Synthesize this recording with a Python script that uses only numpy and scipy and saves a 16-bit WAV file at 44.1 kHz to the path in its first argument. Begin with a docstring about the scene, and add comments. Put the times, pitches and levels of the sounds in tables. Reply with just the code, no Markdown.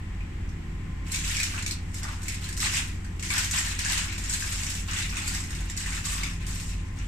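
"""Aluminium foil is peeled off a cooking pot in a tiled kitchen: creases crackle, the sheet buckles and snaps.
The foil is made of thousands of short dying tones, noisy cracks with ringing panels, and a late loose rattle;
echoes from the tiled walls are added to it. A slow engine drones through the walls: a stack of tones on its
firing rate. A thin whine, three wavering tones, and noise shaped into rumble and room hiss lie beneath."""
import sys
import numpy as np
from scipy import signal
from scipy.fft import rfft, irfft, next_fast_len
from scipy.io import wavfile
from scipy.ndimage import map_coordinates

SR = 44100
rng = np.random.default_rng(int(sys.argv[2]) if len(sys.argv) > 2 else 0)


def nominal_scale(level):
    """Amplitude ratio for a level in decibels (scalar or array-like)."""
    x = np.asarray(level, float) / 20
    return 10 ** x


def unload_wav(signal):
    """Save mono or channel-first audio to the path in sys.argv[1] as 16-bit WAV at rate SR, clipped to [-1, 1]."""
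    wavfile.write(
        sys.argv[1],
        SR,
        np.round(np.clip(np.atleast_2d(signal).T, -1, 1) * 32767).astype(np.int16),
    )


N = 311787  # samples in the scene


def unit(x):
    """Scaled to rms 1."""
    return x / np.sqrt(np.mean(x ** 2) + 1e-20)


def along(points, hz):
    """Reads a curve of (frequency, value) points, with straight lines on a log frequency axis."""
    f, v = np.transpose(points)
    return np.interp(np.log(hz + 1), np.log(f + 1), v)


def wobble(rate):
    """A smooth random curve, with this many random points a second."""
    points = rng.standard_normal(int(N * rate / SR) + 4)
    return map_coordinates(points, [np.arange(N) * rate / SR])


def filtered(x, response):
    """Makes each frequency louder or softer, as the response function says."""
    m = next_fast_len(N + 8192)
    return irfft(rfft(x, m) * response(np.fft.rfftfreq(m, 1 / SR)), m)[..., :N]


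# How alike noise is at left and right: (frequency [Hz], likeness [1 = the same, 0 = unrelated])
LIKENESS = [(45, 0.999), (85, 0.9), (150, 0.96), (380, 0.6), (620, 0.05), (2380, 0.0), (5980, -0.01),
            (15000, -0.01)]


def rush(spectrum):
    """Stereo noise of rms 1, alike in the bass and unrelated in the treble."""
    def response(hz):
        turn = np.arccos(np.clip(along(LIKENESS, hz), -1, 1)) / 2
        return nominal_scale(along(spectrum, hz)) * [np.cos(turn), np.sin(turn)]

    mid, side = filtered(rng.standard_normal((2, N)), response)
    return unit(np.array([mid + side, mid - side]))


def grains(spectrum, lo_hz, hi_hz, cycles, spread_db, count, size, channels):
    """Dying tones of random time, pitch and strength, dealt out over several spots; the spots sum to rms 1."""
    u = rng.random((count, 4))
    hz = lo_hz * (hi_hz / lo_hz) ** u[:, 1:2]
    turns = hz * np.arange(size) / SR
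    shape = np.sin(2 * np.pi * turns) * np.exp(-turns / cycles)
    # higher grains are shorter, so they are made larger: a flat sum
    gain = hz * nominal_scale(spread_db * np.minimum(-np.log(1 - u[:, 2:3]), 4.5))
    spot = (u[:, 3:] * channels).astype(int)
    start = (u[:, :1] * N).astype(int) + spot * (N + size)
    places = start + np.arange(size)
    spots = np.bincount(places.ravel(), (gain * shape).ravel(), channels * (N + size))
    spots = filtered(spots.reshape(channels, -1)[:, :N], lambda f: nominal_scale(along(spectrum, f)))
    return spots / np.sqrt(np.mean(spots.sum(0) ** 2))


def breath_db():
    """A slow, small rise and fall in level."""
    return 0.7 * wobble(2)


# Engine tones, one for each multiple of the firing rate from the first up: (level among them [dB])
ENGINE_TONES = [-4, -20, -5, -0.5, -8, -12, 1.5, -9, -17, -14, -18, -21, -15, -16, -18, -16, -17, -24, -25,
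                -25, -17]


def engine():
    """Steady multiples of the engine's firing rate, each breathing a little."""
    firing_hz, shift_db = 12.168, -37
    t = np.arange(N) / SR
    drone = np.zeros(N)
    for multiple, db in enumerate(ENGINE_TONES, 1):
        turns = multiple * firing_hz * t + rng.random()
        drone += nominal_scale(db + shift_db + breath_db()) * np.sin(2 * np.pi * turns)
    return drone


def whine():
    """One faint, thin tone whose level and phase waver."""
    hz, usual_db = 1038, -64  # level is rms
    phase = 2 * np.pi * hz * np.arange(N) / SR + wobble(10)
    return np.sqrt(2) * nominal_scale(usual_db + 4 * breath_db()) * np.sin(phase)


# Unsteady tones: (usual pitch [Hz])
WAVER_PITCHES = [45, 100, 164]
# Their swells, before a small random wobble:
# (time [s], first tone level [dB rms], second tone level [dB rms], third tone level [dB rms])
WAVER_SWELLS = [(0.1, -38.5, -47, -57), (1.3, -42, -53, -46), (1.6, -54, -43.5, -63.5),
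                (5.61, -38.5, -49, -53), (6.3, -37, -47, -43), (7.07, -39, -40, -55.5)]


def wavering():
    """Tones that swell and fade and drift slightly in pitch."""
    s, *levels = np.transpose(WAVER_SWELLS)
    total = np.zeros(N)
    for hz, db in zip(WAVER_PITCHES, levels):
        turns = np.cumsum(hz * (1 + 0.0042 * wobble(6))) / SR
        swell = nominal_scale(np.interp(np.arange(N) / SR, s, db) + 1.4 * wobble(6.5))
        total += np.sqrt(2) * swell * np.sin(2 * np.pi * turns)
    return total


# Colour of the rumble: (frequency [Hz], relative level per Hz [dB])
RUMBLE_COLOUR = [(8, -37), (14, 6), (25, -41), (45, 1), (70, -3), (90, -6), (160, -6), (230, -11),
                 (270, -12.5), (330, -11.5), (430, -24), (700, -54)]


def rumble():
    """Low noise that slowly grows and shrinks."""
    return nominal_scale(-42.0 + wobble(2.2)) * rush(RUMBLE_COLOUR)


# Colour of the hiss: (frequency [Hz], relative level per Hz [dB])
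HISS_COLOUR = [(260, -50), (450, -7.5), (660, -12.5), (765, -6.5), (1060, -8), (1580, -8.5), (1910, -3.5),
               (2700, -10), (4180, -20), (6600, -22), (7800, -17), (8800, -28.5), (11400, -36),
               (14200, -47), (14800, -30), (15400, -38)]


def hiss():
    """The almost steady noise of the room."""
    return nominal_scale(-49.5 + 0.059 * wobble(2.6)) * rush(HISS_COLOUR)


def duller(x):
    """The part of the crease sound under about 6500 Hz."""
    return filtered(x, lambda hz: 1 / (1 + (hz / 6500) ** 8))


GRIP_S, SETTLE_DB_PER_S = 0.016, 153  # how a pull builds up, and how fast the foil settles after it
# Pulls of the hands on the sheet: (start [s], time until it settles [s], fine creases level [dB],
# broad panels over the creases [dB], whole sheet over the creases [dB])
HAND_PULLS = [(1.045, 0.061, -53.5, -0.5, -9), (1.102, 0.097, -39.5, -4, -30), (1.231, .26, -38, -3.5, -20),
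              (1.521, 0.071, -46, 1.5, -0.5), (1.642, 0.061, -51, 3.5, -20), (1.927, 0.04, -45.5, -6, -20),
              (2.015, 0.1, -48, -1, 3), (2.246, 0.08, -45.5, -0.5, -27), (2.4, 0.064, -45.5, -0.5, -10),
              (2.604, 0.051, -31, -3, -11.5), (2.707, 0.076, -35.5, -2.5, -9.5),
              (3.216, 0.035, -39.5, -2, -26), (3.288, 0.093, -34, -2.5, -10.5),
              (3.413, 0.05, -36.5, -4.5, -16), (3.517, 0.055, -34, -1, -10),
              (3.624, 0.087, -38.5, -2.5, -12.5), (3.779, 0.083, -38, -3, -14),
              (3.863, 0.05, -32.5, -3.5, -12.5), (3.95, 0.053, -38.5, -0.5, -7.5),
              (4.068, 0.055, -47, 1.5, -7), (4.17, 0.45, -43, -4.5, -18), (4.281, 0.046, -33, -11, -24),
              (4.417, 0.37, -39.5, -7.5, -15.5), (4.87, 0.05, -42.5, 0, -5.5),
              (4.917, 0.13, -37, -1.5, -15.5), (5.113, 0.12, -43.5, -1.5, -5.5),
              (5.209, 0.1, -40.5, -7.5, -14), (5.32, 0.049, -38.5, -4.5, -12), (5.473, 0.14, -47, -2, -7),
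              (5.678, 0.02, -50, 3, -11), (5.787, 0.027, -39, -2, -20), (5.844, 0.11, -39.5, -4.5, -7.5),
              (6.033, 0.11, -35.5, -10, -15.5), (6.165, 0.06, -46.5, 1.5, -3.5),
              (6.251, 0.022, -45.5, -0.5, -20), (6.392, 0.03, -53.5, 3, -13),
              (6.456, 0.18, -44.5, -9, -14.5), (6.68, 0.053, -52.5, 0, -16), (6.958, 0.062, -54.5, 1, -8)]


def pulls():
    """Level of creases, panels and sheet: every pull swells in, holds and settles; overlaps add in power."""
    s, length, crinkle_db, buckle_db, flex_db = np.transpose(HAND_PULLS)[:, :, None]
    t = np.arange(0, N + 64, 64) / SR
    shape = np.clip((t - s) / GRIP_S, 0, 1) * nominal_scale(-SETTLE_DB_PER_S * np.maximum(t - s - length, 0))
    levels = [np.linalg.norm(shape * nominal_scale(crinkle_db + over_db), axis=0)
              for over_db in (0, buckle_db, flex_db)]
    # once touched, the foil never lies quite still
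    levels[0] = np.hypot(levels[0], nominal_scale(-62) * (t > s[0]))
    return [np.interp(np.arange(N) / SR, t, level) for level in levels]


def strays(count):
    """Lesser snaps at random moments, louder where the hands pull harder."""
    over_crinkle_db, spread_db, ring_db = 7, 2.5, -13
    lo_hz, hi_hz = 1500, 8000  # range of their panels
    u, crinkle = rng.random((count, 3)), pulls()[0]
    s = u[:, 0] * (N - 1) / SR
    pull_db = 20 * np.log10(crinkle[(s * SR).astype(int)] + 1e-6)
    db = pull_db + over_crinkle_db - spread_db * np.log(1 - u[:, 1])
    hz = lo_hz * (hi_hz / lo_hz) ** u[:, 2]
    return [(at, level, tone, ring_db) for at, level, tone in zip(s, db, hz)]


# The clearest creases giving way, as set before the sound is coloured:
# (time [s], crack level [dB], panel pitch [Hz], panel ring against the crack [dB])
CLEAR_SNAPS = [(0.2054, -48.5, 2400, 10), (0.4898, -43.5, 5900, 3), (1.1172, -13.5, 2420, -35),
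               (1.1434, -16.5, 2410, -7.5), (1.158, -18.5, 7300, -5), (1.249, -27, 7800, -12),
               (1.276, -21.5, 2380, -9), (1.3455, -23, 2880, -1), (1.3668, -18, 2280, -6),
               (1.3999, -16.5, 2330, -5.5), (1.4305, -13, 2340, -9.5), (1.5437, -31, 1390, 0.5),
               (1.624, -25, 7000, 4), (1.6616, -16.5, 2220, -12), (1.677, -21, 5030, -10),
               (1.7085, -16, 5500, -10), (1.942, -24.5, 2160, -19), (2.0302, -21.5, 1900, -10),
               (2.217, -30, 2180, -6), (2.23, -26, 1570, -13), (2.281, -16, 2210, -15),
               (2.343, -23.5, 2200, -14), (2.4405, -27.5, 4200, -4), (2.4882, -22.5, 1660, -15),
               (2.5257, -25, 2180, -11), (2.566, -21.5, 2850, -16), (2.574, -19, 1740, -19),
               (2.594, -24, 1980, -7), (2.6015, -15, 7400, -12), (2.7688, -15.5, 1870, -12),
               (3.0448, -33.5, 1630, -5.5), (3.1942, -28, 2620, -5), (3.2251, -24, 2570, -17),
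               (3.3023, -23.5, 2330, 4), (3.3364, -20, 1770, -2.5), (3.3794, -11, 1740, -9),
               (3.5096, -14.5, 2630, -17), (3.5782, -18, 1810, -6.5), (3.7891, -15.5, 2010, -11),
               (3.8565, -25, 1700, 1.5), (3.897, -16.5, 2400, -5), (3.9765, -15, 2970, -10),
               (4.124, -26, 2550, -2.5), (4.1789, -21.5, 2570, -12), (4.238, -32, 7600, -10),
               (4.4034, -20, 2550, -13), (4.4225, -27, 1620, 0), (4.6405, -35, 2710, -9),
               (4.7012, -18, 2860, -18.5), (5.1678, -22, 2500, -3), (5.277, -15, 1460, -21),
               (5.348, -21, 2100, -10), (5.372, -28, 7300, -10), (5.4375, -27, 2050, -6),
               (5.5052, -23, 1860, -10), (5.548, -26, 2300, -12), (5.6973, -23, 1910, -12.5),
               (5.7649, -23.5, 1860, -12), (5.774, -17.5, 2000, -16.5), (5.86, -33.5, 1850, 4),
               (5.923, -27, 2110, 2), (6.0531, -16, 2080, -19), (6.2325, -21, 2190, -3),
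               (6.4655, -23.5, 7350, -20), (6.599, -23.5, 7100, -18)]
# Colour of the creases: (frequency [Hz], relative level per Hz [dB])
CREASE_COLOUR = [(1760, -2.5), (3000, -8), (5160, -1), (6210, -1.5), (7740, 2), (10100, -12.5),
                 (12500, -14.5), (15500, -25)]


def snaps(channels):
    """A crease gives way: a sharp crack with a short rattle, and the panel beside it rings briefly."""
    ring_cycles, ring_spread = 40, 0.07  # cycles to fall 60 dB; scatter of the tones as a share of the pitch
    crack, dull, ring = np.zeros((3, channels, N + SR))
    t = np.arange(SR // 14) / SR
    # three fades, each with its own time to fall 60 dB in seconds
    rattle = 0.65 * nominal_scale(-60 * t / 0.0038) + 0.34 * nominal_scale(-60 * t / 0.02) + 0.35 * nominal_scale(-60 * t / 0.062)
    rattle = rattle * (1 - np.exp(-t / 0.00023))
    onset = 1 - np.exp(-t / 0.00096)  # the panel takes a moment to swing
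    for k, (s, db, hz, ring_db) in enumerate(CLEAR_SNAPS + strays(count=140)):
        start = round(s * SR)
        at = np.s_[k % channels, start:start + len(t)]
        burst = nominal_scale(db) * rattle * rng.standard_normal(len(t))
        crack[at] += burst
        # beside a quiet panel the crack is thinner
        dull[at] += (nominal_scale(0.26 * (ring_db + 9)) - 1) * burst
        # one tone at the panel's pitch and two scattered around it
        tones = hz * (1 + ring_spread * rng.standard_normal((3, 1)) * [[0], [1], [1]])
        fade = nominal_scale(db + ring_db - 3 - 60 * t * hz / ring_cycles)
        ring[at] += fade * onset * np.sin(2 * np.pi * tones * t).sum(0)

    def colour(f):
        tiny = 1 / (1 + (1500 / (f + 1)) ** 4)  # a crease is too small to radiate low notes
        return nominal_scale(along(CREASE_COLOUR, f)) * tiny

    return filtered(crack[:, :N] + duller(dull[:, :N]), colour) + ring[:, :N]


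def avalanches(rate, t60):
    """One crease sets off its neighbours: activity jumps at random and dies away, in dB about its mean."""
    jumps = (rng.random(N) < rate / SR) * rng.uniform(0, 1.07, N)
    activity = signal.lfilter([1], [1, -nominal_scale(-60 / (t60 * SR))], jumps) + 0.5
    db = 20 * np.log10(activity)
    return db - db.mean()


# Colour of the broad panels: (frequency [Hz], relative level per Hz [dB])
PANEL_COLOUR = [(760, -51), (1300, -11.5), (1750, -0.5), (2650, -0.5), (3400, -5), (4420, -7.5),
                (7480, -120)]
# Colour of the whole sheet: (frequency [Hz], relative level per Hz [dB])
SHEET_COLOUR = [(350, -40), (600, -8), (850, -6.5), (1300, -2.5), (1900, -1.5)]


def peeling():
    """Fine creases crackle in the treble, panels pop lower, the whole sheet flexes lowest; all in clumps."""
    crinkle, buckle, flex = pulls()
    clumps = avalanches(rate=90, t60=0.05)
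    fine = grains(CREASE_COLOUR, 2300, 19100, cycles=2.8, spread_db=3.5, count=24000, size=64, channels=10)
    # the duller part of the creases partly follows the panels
    panel_share = (buckle / (crinkle + 1e-9) / nominal_scale(1.5)).clip(0.1, 2)
    fine = fine + (panel_share ** 0.35 - 1) * duller(fine)
    broad = grains(PANEL_COLOUR, 1100, 4280, cycles=3.0, spread_db=3.5, count=10000, size=200, channels=10)
    sheet = grains(SHEET_COLOUR, 393, 1707, cycles=3.8, spread_db=1.5, count=4000, size=500, channels=10)
    crackle = crinkle * nominal_scale(0.71 * clumps) * fine
    pops = buckle * nominal_scale(0.43 * clumps) * broad
    flexing = flex * nominal_scale(0.3 * clumps) * sheet
    return crackle + pops + flexing


# Hollow ring of the loose sheet: (frequency [Hz], relative level per Hz [dB])
LOOSE_COLOUR = [(850, -25), (1130, 0), (1500, -25), (2900, -25), (3600, -1), (4300, -30)]


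def swinging():
    """Free of the pot, the sheet swings through the air and rattles in two hollow bands."""
    start_s, end_s, usual_db = 6.04, 6.27, -57.5
    t = np.arange(N) / SR
    fade = nominal_scale(-2 * SETTLE_DB_PER_S * np.maximum(t - end_s, 0))
    shape = np.clip((t - start_s) / GRIP_S, 0, 1) * fade
    rattle = grains(LOOSE_COLOUR, 900, 4000, cycles=9, spread_db=3, count=2500, size=400, channels=1)
    return nominal_scale(usual_db + 2 * wobble(25)) * shape * rattle


# How long the kitchen echoes: (frequency [Hz], time to fall 60 dB [s])
ECHO_TIMES = [(500, 0.085), (2000, 0.26), (7000, 0.2), (14000, 0.13)]


def kitchen(spots, wet_db):
    """Every spot on the sheet reaches each port directly and by its own path over the tiled walls."""
    hz, t, z = signal.stft(rng.standard_normal((2, len(spots), SR // 3)), SR, nperseg=256)
    fade = nominal_scale(-60 * t / along(ECHO_TIMES, hz)[:, None])
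    tail = signal.istft(z * fade, SR, nperseg=256)[1]
    tail = nominal_scale(wet_db) * tail / np.linalg.norm(tail, axis=2, keepdims=True)
    path = np.pad(tail, ((0, 0), (0, 0), (90, 0)))
    # delays in samples; the ports lie a hand apart, so each spot is nearer to one
    lag = 8 * np.arange(len(spots))
    path[0, np.arange(len(lag)), lag] = 1
    path[1, np.arange(len(lag)), lag[::-1] + 24] = 1  # the pot stands left of centre
    return signal.fftconvolve(spots[None], path, axes=2).sum(1)[:, :N]


# Where the hands work the foil; only the change around the average counts:
# (time [s], left over right [dB])
HAND_PLACES = [(1.7, 1.5), (4.3, 2.3), (5.5, 1.5), (6.1, 2.2)]


def placed(pair):
    """Narrower in the low notes, as long waves reach both ports more alike; leans to the busier hand."""
    mid = pair[0] + pair[1]
    side = filtered(pair[0] - pair[1], lambda hz: nominal_scale(-2 / (1 + (hz / 1500) ** 4)))
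    s, pan_db = np.transpose(HAND_PLACES)
    lean_db = np.interp(np.arange(N) / SR, s, pan_db - pan_db.mean())
    return np.array([mid + side, mid - side]) / 2 * nominal_scale(lean_db * [[0.5], [-0.5]])


def scene():
    """Foil in the kitchen over the engine, the whine, the wavering tones, the rumble and the hiss."""
    def thin(hz):
        return 1 / np.sqrt(1 + (720 / (hz + 1)) ** 8)  # a thin sheet radiates no bass

    sheet = filtered(peeling() + swinging() + snaps(channels=10), thin)
    foil = kitchen(sheet, wet_db=1.5)
    return placed(foil) + engine() + whine() + wavering() + rumble() + hiss()


def roll_off(x):
    """The treble ends steeply here."""
    return signal.sosfilt(signal.butter(12, 15880, fs=SR, output="sos"), x)


# Colour of the two microphone ports: (frequency [Hz], left over right [dB])
PORT_COLOUR = [(60, 0.0), (180, 0.1), (550, 1.8), (1650, 1.8), (4970, 0.6), (9000, -0.8), (15000, -3.5)]


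def record(dry):
    """The two ports differ a little in colour, and the treble ends sharply at 15250 Hz."""
    def response(hz):
        return nominal_scale(along(PORT_COLOUR, hz) * [[0.5], [-0.5]]) * (hz < 15250)

    mix = filtered(dry, response)
    return roll_off(mix)


dry = scene()
out = record(dry)
unload_wav(out)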